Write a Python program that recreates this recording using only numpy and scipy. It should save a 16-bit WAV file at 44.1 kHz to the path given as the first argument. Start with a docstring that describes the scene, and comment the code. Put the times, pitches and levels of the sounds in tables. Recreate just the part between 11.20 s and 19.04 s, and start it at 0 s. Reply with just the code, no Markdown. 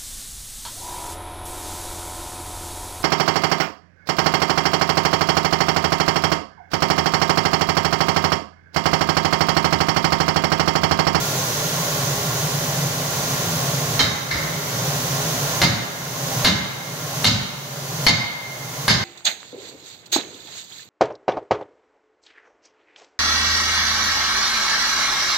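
"""An extractor fan hums and a gas flame hisses throughout, both made of shaped noise with duct resonances.
Then a hammer drives down a steel rod clamped to a welding table in a large workshop. Rod and table ring as
decaying modes, loose clamps clatter as random ticks, and table and floor answer with swells of low noise.
An echoing hall surrounds the blows; a gain control turns loud moments down and creeps back."""
import sys
import numpy as np
from scipy import signal
from scipy.fft import rfft, irfft
from scipy.io import wavfile
from scipy.ndimage import uniform_filter1d, minimum_filter1d

SR = 44100
rng = np.random.default_rng(int(sys.argv[2]) if len(sys.argv) > 2 else 0)


def waveform_to_disk(signal):
    """Save audio, clipped to [-1, 1], as 16-bit WAV at the path in sys.argv[1]."""
    frames = np.transpose(np.atleast_2d(signal))
    scaled = np.clip(frames, -1, 1) * 32767
    samples = np.round(scaled).astype(np.int16)
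    wavfile.write(sys.argv[1], SR, samples)


N = 345744
TIME_S = np.arange(N) / SR

# The hammer blows. Each row: start in seconds, force in dB, relative ring level in dB, relative level of the
# dull table clatter in dB, spot struck (in bending half-waves at 1 kHz from a node, a point of the shape
# that stays still), and damping by the grip in dB per second.
BLOWS = [(2.792, -14.5, 2.5, -14.5, 6.14, 45), (3.107, -19, -3, -16, 0.51, 90),
         (4.416, -8.5, -4, -12, 5.21, 45), (5.246, -6.5, 0.5, -11, 6.97, 4),
         (6.044, -5.5, 1.5, -14, 9.04, 22), (6.865, -6, 6, -9, 3.03, 3), (7.680, -4, 10, -4.5, 0.55, 8)]
FULL_BLOW_DB = -6   # the force at which the parts below have their stated levels


def amp(db):
    """Turns dB into a gain."""
    return 10 ** (np.asarray(db) / 20)


def rms_one(x):
    """Scales a signal to an rms (average strength) of 1."""
    return x / np.sqrt(np.mean(x ** 2) + 1e-20)


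def at_hz(points, hz):
    """Reads a table of (Hz, value) at any pitch, on a log-frequency axis."""
    points_hz, values = np.transpose(points)
    return np.interp(np.log(hz + 1), np.log(points_hz), values)


def coloured(x, spectrum):
    """Filters x by a table of (Hz, dB) and scales it to rms 1."""
    hz = np.fft.rfftfreq(N, 1 / SR)
    return rms_one(irfft(rfft(x) * amp(at_hz(spectrum, hz)), N))


def one_pole(x, seconds):
    """Smooths x with a time constant, like a bucket that fills and drains gradually."""
    r = np.exp(-1 / (max(seconds, 1e-4) * SR))
    return signal.lfilter([1 - r], [1, -r], x)


def strikes(db):
    """One click per blow, at the given levels."""
    clicks = np.full(N, 1e-18)
    clicks[[round(row[0] * SR) for row in BLOWS]] = amp(db)
    return clicks


def dying(db, seconds):
    """An envelope that jumps at each blow and falls exponentially."""
    return one_pole(strikes(db), seconds) * seconds * SR


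def by_force(full_db, grows):
    """Level of a part at each blow: it gains `grows` dB for each dB of force."""
    return full_db + grows * (np.array(BLOWS)[:, 1] - FULL_BLOW_DB)


def air(spectrum, level_db):
    """Steady stereo air noise through duct resonances, most alike left and right in the bass."""
    # Resonances of duct and nozzle. Each row: pitch in Hz, width in Hz, boost in dB.
    duct = [(117, 10, 3.5), (139.3, 4, 4.5), (164, 7.8, 8), (254.3, 26.6, 8), (411.5, 17, 7),
            (511, 14, 3.5), (584, 64, 4.5), (803, 8.5, 7), (1081, 162, 9), (1398, 12.4, 11.5),
            (6310, 20, 10.5), (6820, 170, 4)]
    # How alike left and right are. Each row: pitch in Hz, likeness (1 same, 0 unrelated, below 0 opposed).
    likeness = [(25, .7), (60, 0.99), (150, 1), (380, 0.82), (700, 0.79), (1290, 0.093), (2380, 0.47),
                (4400, 0.1), (8120, -0.24), (15000, -0.017)]
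    # Stereo balance. Each row: pitch in Hz, left minus right in dB.
    tilt = [(60, -1), (250, .5), (1000, -0.5), (2500, -1), (4500, -3), (6500, -6), (8500, 2), (12000, 3),
            (15000, -5.5)]
    left_lag_s = .0001   # the noise reaches the left side late

    hz = np.fft.rfftfreq(N, 1 / SR)
    shape_db = at_hz(spectrum, hz)
    for top_hz, width_hz, boost_db in duct:
        shape_db = shape_db + boost_db / (1 + (2 * (hz - top_hz) / width_hz) ** 2)
    alike = np.clip(at_hz(likeness, hz), -1, 1)
    mid, side = rfft(rng.standard_normal((2, N)))
    pair = np.sqrt(1 + alike) * mid + np.sqrt(1 - alike) * side * [[1], [-1]]
    pair = pair * amp(shape_db + at_hz(tilt, hz) * [[.5], [-.5]])
    pair[0] *= np.exp(-2j * np.pi * hz * left_lag_s)
    return amp(level_db) * rms_one(irfft(pair, N))


def fan():
    """The extractor fan: a rush of air noise whose bass slowly swells and sinks."""
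    # Colour of the rush. Each row: pitch in Hz, relative level in dB per Hz.
    rush_colour = [(15, -55), (25, -27), (69, -25.5), (143, 1.5), (218, -17.5), (580, -12.5), (738, -12.5),
                   (1080, -19.5), (1270, -20.5), (1370, -17), (2050, -18.5), (3000, -31), (3900, -34),
                   (6600, -120)]
    # How the bass wavers. Each row: time in seconds, change in dB.
    hum_swell = [(0, -1), (.4, -3), (.9, 1), (2, 1), (3, 3), (4.2, 1), (7.84, 1.5)]
    rush = air(rush_colour, -24.5)
    bass = signal.sosfiltfilt(signal.butter(2, 220, fs=SR, output="sos"), rush)   # below about 220 Hz
    swell_gain = amp(np.interp(TIME_S, *np.transpose(hum_swell)))
    return rush + bass * (swell_gain - 1)


def flame():
    """The gas flame: a steady hiss of air noise."""
    # Colour of the hiss. Each row: pitch in Hz, relative level in dB per Hz.
    hiss_colour = [(2000, -10.5), (3000, -3.5), (4200, -2.5), (5600, -3), (6000, 0.5), (6900, -4),
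                   (7400, -7), (8600, -10), (9800, -9.5), (11600, -7.5), (13500, -8), (15200, -8)]
    return air(hiss_colour, -24)


def hall(x):
    """Echoes of x as noise that dies at its own rate in each pitch band, unrelated left and right."""
    # How long the hall rings. Each row: pitch in Hz, time to fall by 60 dB in seconds.
    hall_t60 = [(125, 0.17), (500, 1.75), (2000, 1.24), (5000, 0.89), (10000, 0.18)]
    level_db, build_up_s = 1.5, 0.0082
    t = np.arange(SR) / SR
    tail = 0
    edges = 60 * 2 ** np.arange(9.0)   # octave bands, in Hz
    for low, high in zip(edges, edges[1:]):
        band_filter = signal.butter(2, [low, high], "band", fs=SR, output="sos")
        band = signal.sosfilt(band_filter, rng.standard_normal((2, SR)))
        tail = tail + band * amp(-60 * t / at_hz(hall_t60, np.sqrt(low * high)))
    tail = tail * np.minimum(t / build_up_s, 1)   # the first walls are a few metres off
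    echo = amp(level_db) * rms_one(tail) / np.sqrt(SR)
    return signal.fftconvolve(x[None], echo, axes=1)[:, :N]


def thud():
    """The heavy table answers late with a low rumble, and the floor slab under it with a deeper one."""
    # Colour of the table's rumble. Each row: pitch in Hz, relative level in dB per Hz.
    table_colour = [(40, -27), (70, -5), (110, 13), (150, 11), (230, 9), (300, -7), (450, -50)]
    # Colour of the floor slab's boom. Each row: pitch in Hz, relative level in dB per Hz.
    floor_colour = [(25, -30), (45, -18), (65, 22), (90, 17), (140, -53)]
    rise_s, fall_s = .02, .07   # time constants
    table_db = by_force(-3.5, 1.53)   # the table legs need a hard blow
    floor_db = by_force(-21, 0.21)   # the slab answers any blow
    out = 0
    for colour, db in ((table_colour, table_db), (floor_colour, floor_db)):
        swell = one_pole(dying(db, fall_s), rise_s)
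        swell = one_pole(swell, rise_s)   # smoothed twice for a soft start
        out = out + coloured(rng.standard_normal(N), colour) * swell
    return out


def lumps():
    """A gain that wanders quickly at random, as rattling parts jump in uneven bunches; rms 1."""
    depth_db, per_s = 3, 70
    knots = TIME_S * per_s
    count = int(knots[-1]) + 2
    wander = np.interp(knots, np.arange(count), rng.standard_normal(count))
    return rms_one(amp(depth_db * wander))


def clatter():
    """Clamps and tools jump on the table: dense uneven ticks that die away, with a short bright crack."""
    # Clatter of the table top. Each row: pitch in Hz, relative level in dB per Hz.
    dull_colour = [(250, -0.5), (450, -2.5), (900, 1), (1600, 1), (2200, 0.5), (2700, -21), (4000, -38)]
    # Clatter of small parts. Each row: pitch in Hz, relative level in dB per Hz.
    bright_colour = [(2000, -22), (2900, -5.5), (3400, -9), (3800, 3), (4400, -2), (5100, -6.5),
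                     (5500, -7.5), (6600, -6), (7750, -17), (15500, -47)]
    # Crack of steel on steel. Each row: pitch in Hz, relative level in dB per Hz.
    crack_colour = [(1500, 13.5), (4000, 12), (7000, -16), (11000, 7), (15500, -10)]
    ticks_per_s, rise_s = 5000, 0.0025
    fall_s = .3 / np.log(1000)   # falls by 60 dB in 0.3 s
    crack_fall_s = 0.11 / np.log(1000)   # falls by 60 dB in 0.11 s
    dull_db = np.array(BLOWS)[:, 3] - 4
    bright_db = by_force(-8.5, 1.14)   # small parts and crack need a hard blow
    crack_db = by_force(-12, 1.95)

    ticks = (rng.random(N) < ticks_per_s / SR) * rng.standard_normal(N)
    dull = coloured(ticks, dull_colour) * one_pole(dying(dull_db, fall_s), rise_s)
    bright = coloured(ticks, bright_colour) * one_pole(dying(bright_db, fall_s), rise_s)
    crack = coloured(ticks, crack_colour) * dying(crack_db, crack_fall_s)
    return dull * lumps() + bright * lumps() + crack


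def flutter():
    """A random wandering gain for left and for right, as the rod shivers in its clamps; rms 1."""
    depth, per_s = 1.9, 70
    knots = TIME_S * per_s
    steps = rng.standard_normal((2, int(knots[-1]) + 2))
    wander = np.array([np.interp(knots, np.arange(len(row)), row) for row in steps])
    return rms_one(1 + depth * wander)


def steel():
    """Rod and table ring in many modes (pure tones that die away); the spot struck sets each one's strength."""
    # Pitch of each mode, in Hz.
    mode_hz = [1626, 1760, 1836, 2045, 2102, 2130, 2168, 2236, 2985, 3087, 3132, 3660, 3720, 3762, 3850,
               4090, 4175, 4226, 4403, 4460, 4505, 4624, 4700, 4945, 5130, 5230, 5577, 6390]
    # Relative level of each mode, in dB.
    mode_db = [-16, -19, -18, -18, -14, -16, -16, -16, -20, -16, -17, -16, -16, -15, -18, -17, -16, -14,
               -14, -14, -16, -20, -20, -14, -18, -20, -18, -23]
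    # Time each mode takes to fall by 60 dB before the grip shortens it, in seconds.
    mode_t60 = [.3, .25, .3, .4, 1.25, 1.1, .8, .3, .25, .4, .35, .22, .48, .5, .3, .25, .3, .3, .5, .5, .5,
                .3, .3, .6, .35, .3, .3, .25]
    # Families of modes that share a bending shape: centre pitch of each, in Hz.
    family_centres = [1740, 2130, 3070, 3750, 4165, 4500, 5100]
    node_leak = 0.02   # power a family keeps when struck on its node
    contact_s = .004   # the blow spreads through rod, clamps and table over this time

    start_s, _, ring_db, _, spot, grip = np.transpose(BLOWS)
    chance_db = rng.normal(0, 1.0, (len(BLOWS), len(mode_hz)))
    late = (rng.random(len(mode_hz)) * contact_s * SR).astype(int)   # each mode starts a moment apart
    out = 0
    for k, (hz, level_db, t60) in enumerate(zip(mode_hz, mode_db, mode_t60)):
        family_hz = min(family_centres, key=lambda centre: abs(np.log(centre / hz)))
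        half_waves = spot * np.sqrt(family_hz / 1000)   # bending waves shorten as the root of pitch
        shape = np.sqrt(np.sin(np.pi * half_waves) ** 2 + node_leak)
        blow_db = ring_db + level_db + chance_db[:, k] + 20 * np.log10(shape)
        clicks = np.roll(strikes(blow_db), late[k])
        # A resonator: each click sets off a sine wave that decays
        r = amp(-60 / (t60 * SR))
        w = 2 * np.pi * hz / SR
        mode = signal.lfilter([0, np.sin(w)], [1, -2 * r * np.cos(w), r * r], clicks)
        out = out + mode * flutter()
    last = np.maximum(np.searchsorted(start_s, TIME_S) - 1, 0)   # the latest blow
    since_s = np.maximum(TIME_S - start_s[last], 0)
    return out * amp(-grip[last] * since_s)   # a firm grip shortens the ring


def scene():
    """Blows with their hall, over fan and flame."""
    background = fan() + flame()
    low, rattle, ring = thud(), clatter(), steel()
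    into_hall = amp(-8.5) * ring.mean(axis=0) + rattle + amp(-12.5) * low
    blows = ring + rattle + hall(into_hall)
    return blows * amp([[-.7], [.7]]) + low + background   # blows lean a little to the right


def recovering(cut_db, db_per_s):
    """A gain cut that lets go at a steady rate."""
    ramp = db_per_s * TIME_S
    return np.maximum.accumulate(cut_db + ramp) - ramp


def gain_control(x):
    """Turns the sound down when its smoothed loudness is high, holds the cut, then slowly lets go."""
    above_db, slope, recover_db_per_s = -21, 0.86, 20.5
    sense_s, smooth_s, hold_s = 0.047, 0.021, 0.2
    loud_db = 10 * np.log10(one_pole(np.mean(x ** 2, axis=0), sense_s) + 1e-12)
    cut_db = slope * np.maximum(loud_db - above_db, 0)
    hold = int(hold_s * SR)
    held_db = -minimum_filter1d(-cut_db, hold, origin=(hold - 1) // 2)   # the cut stays a while
    return x * amp(-one_pole(recovering(held_db, recover_db_per_s), smooth_s))


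def peak_limiter(x):
    """Turns sharp peaks down quickly, starting just before they arrive."""
    limit_db, recover_db_per_s, window = -1.5, 396, 45   # window in samples
    over_db = np.maximum(20 * np.log10(np.abs(x).max(axis=0) + 1e-9) - limit_db, 0)
    ahead_db = -minimum_filter1d(-over_db, size=window)   # the limiter sees a peak coming
    return x * amp(-uniform_filter1d(recovering(ahead_db, recover_db_per_s), size=window))


def record(dry):
    """Slow gain control, then a fast peak limiter, then the treble above 15750 Hz is cut."""
    limited = peak_limiter(gain_control(dry))
    return signal.sosfilt(signal.ellip(14, .3, 80, 15750, fs=SR, output="sos"), limited)


dry = scene()
out = record(dry)
waveform_to_disk(out)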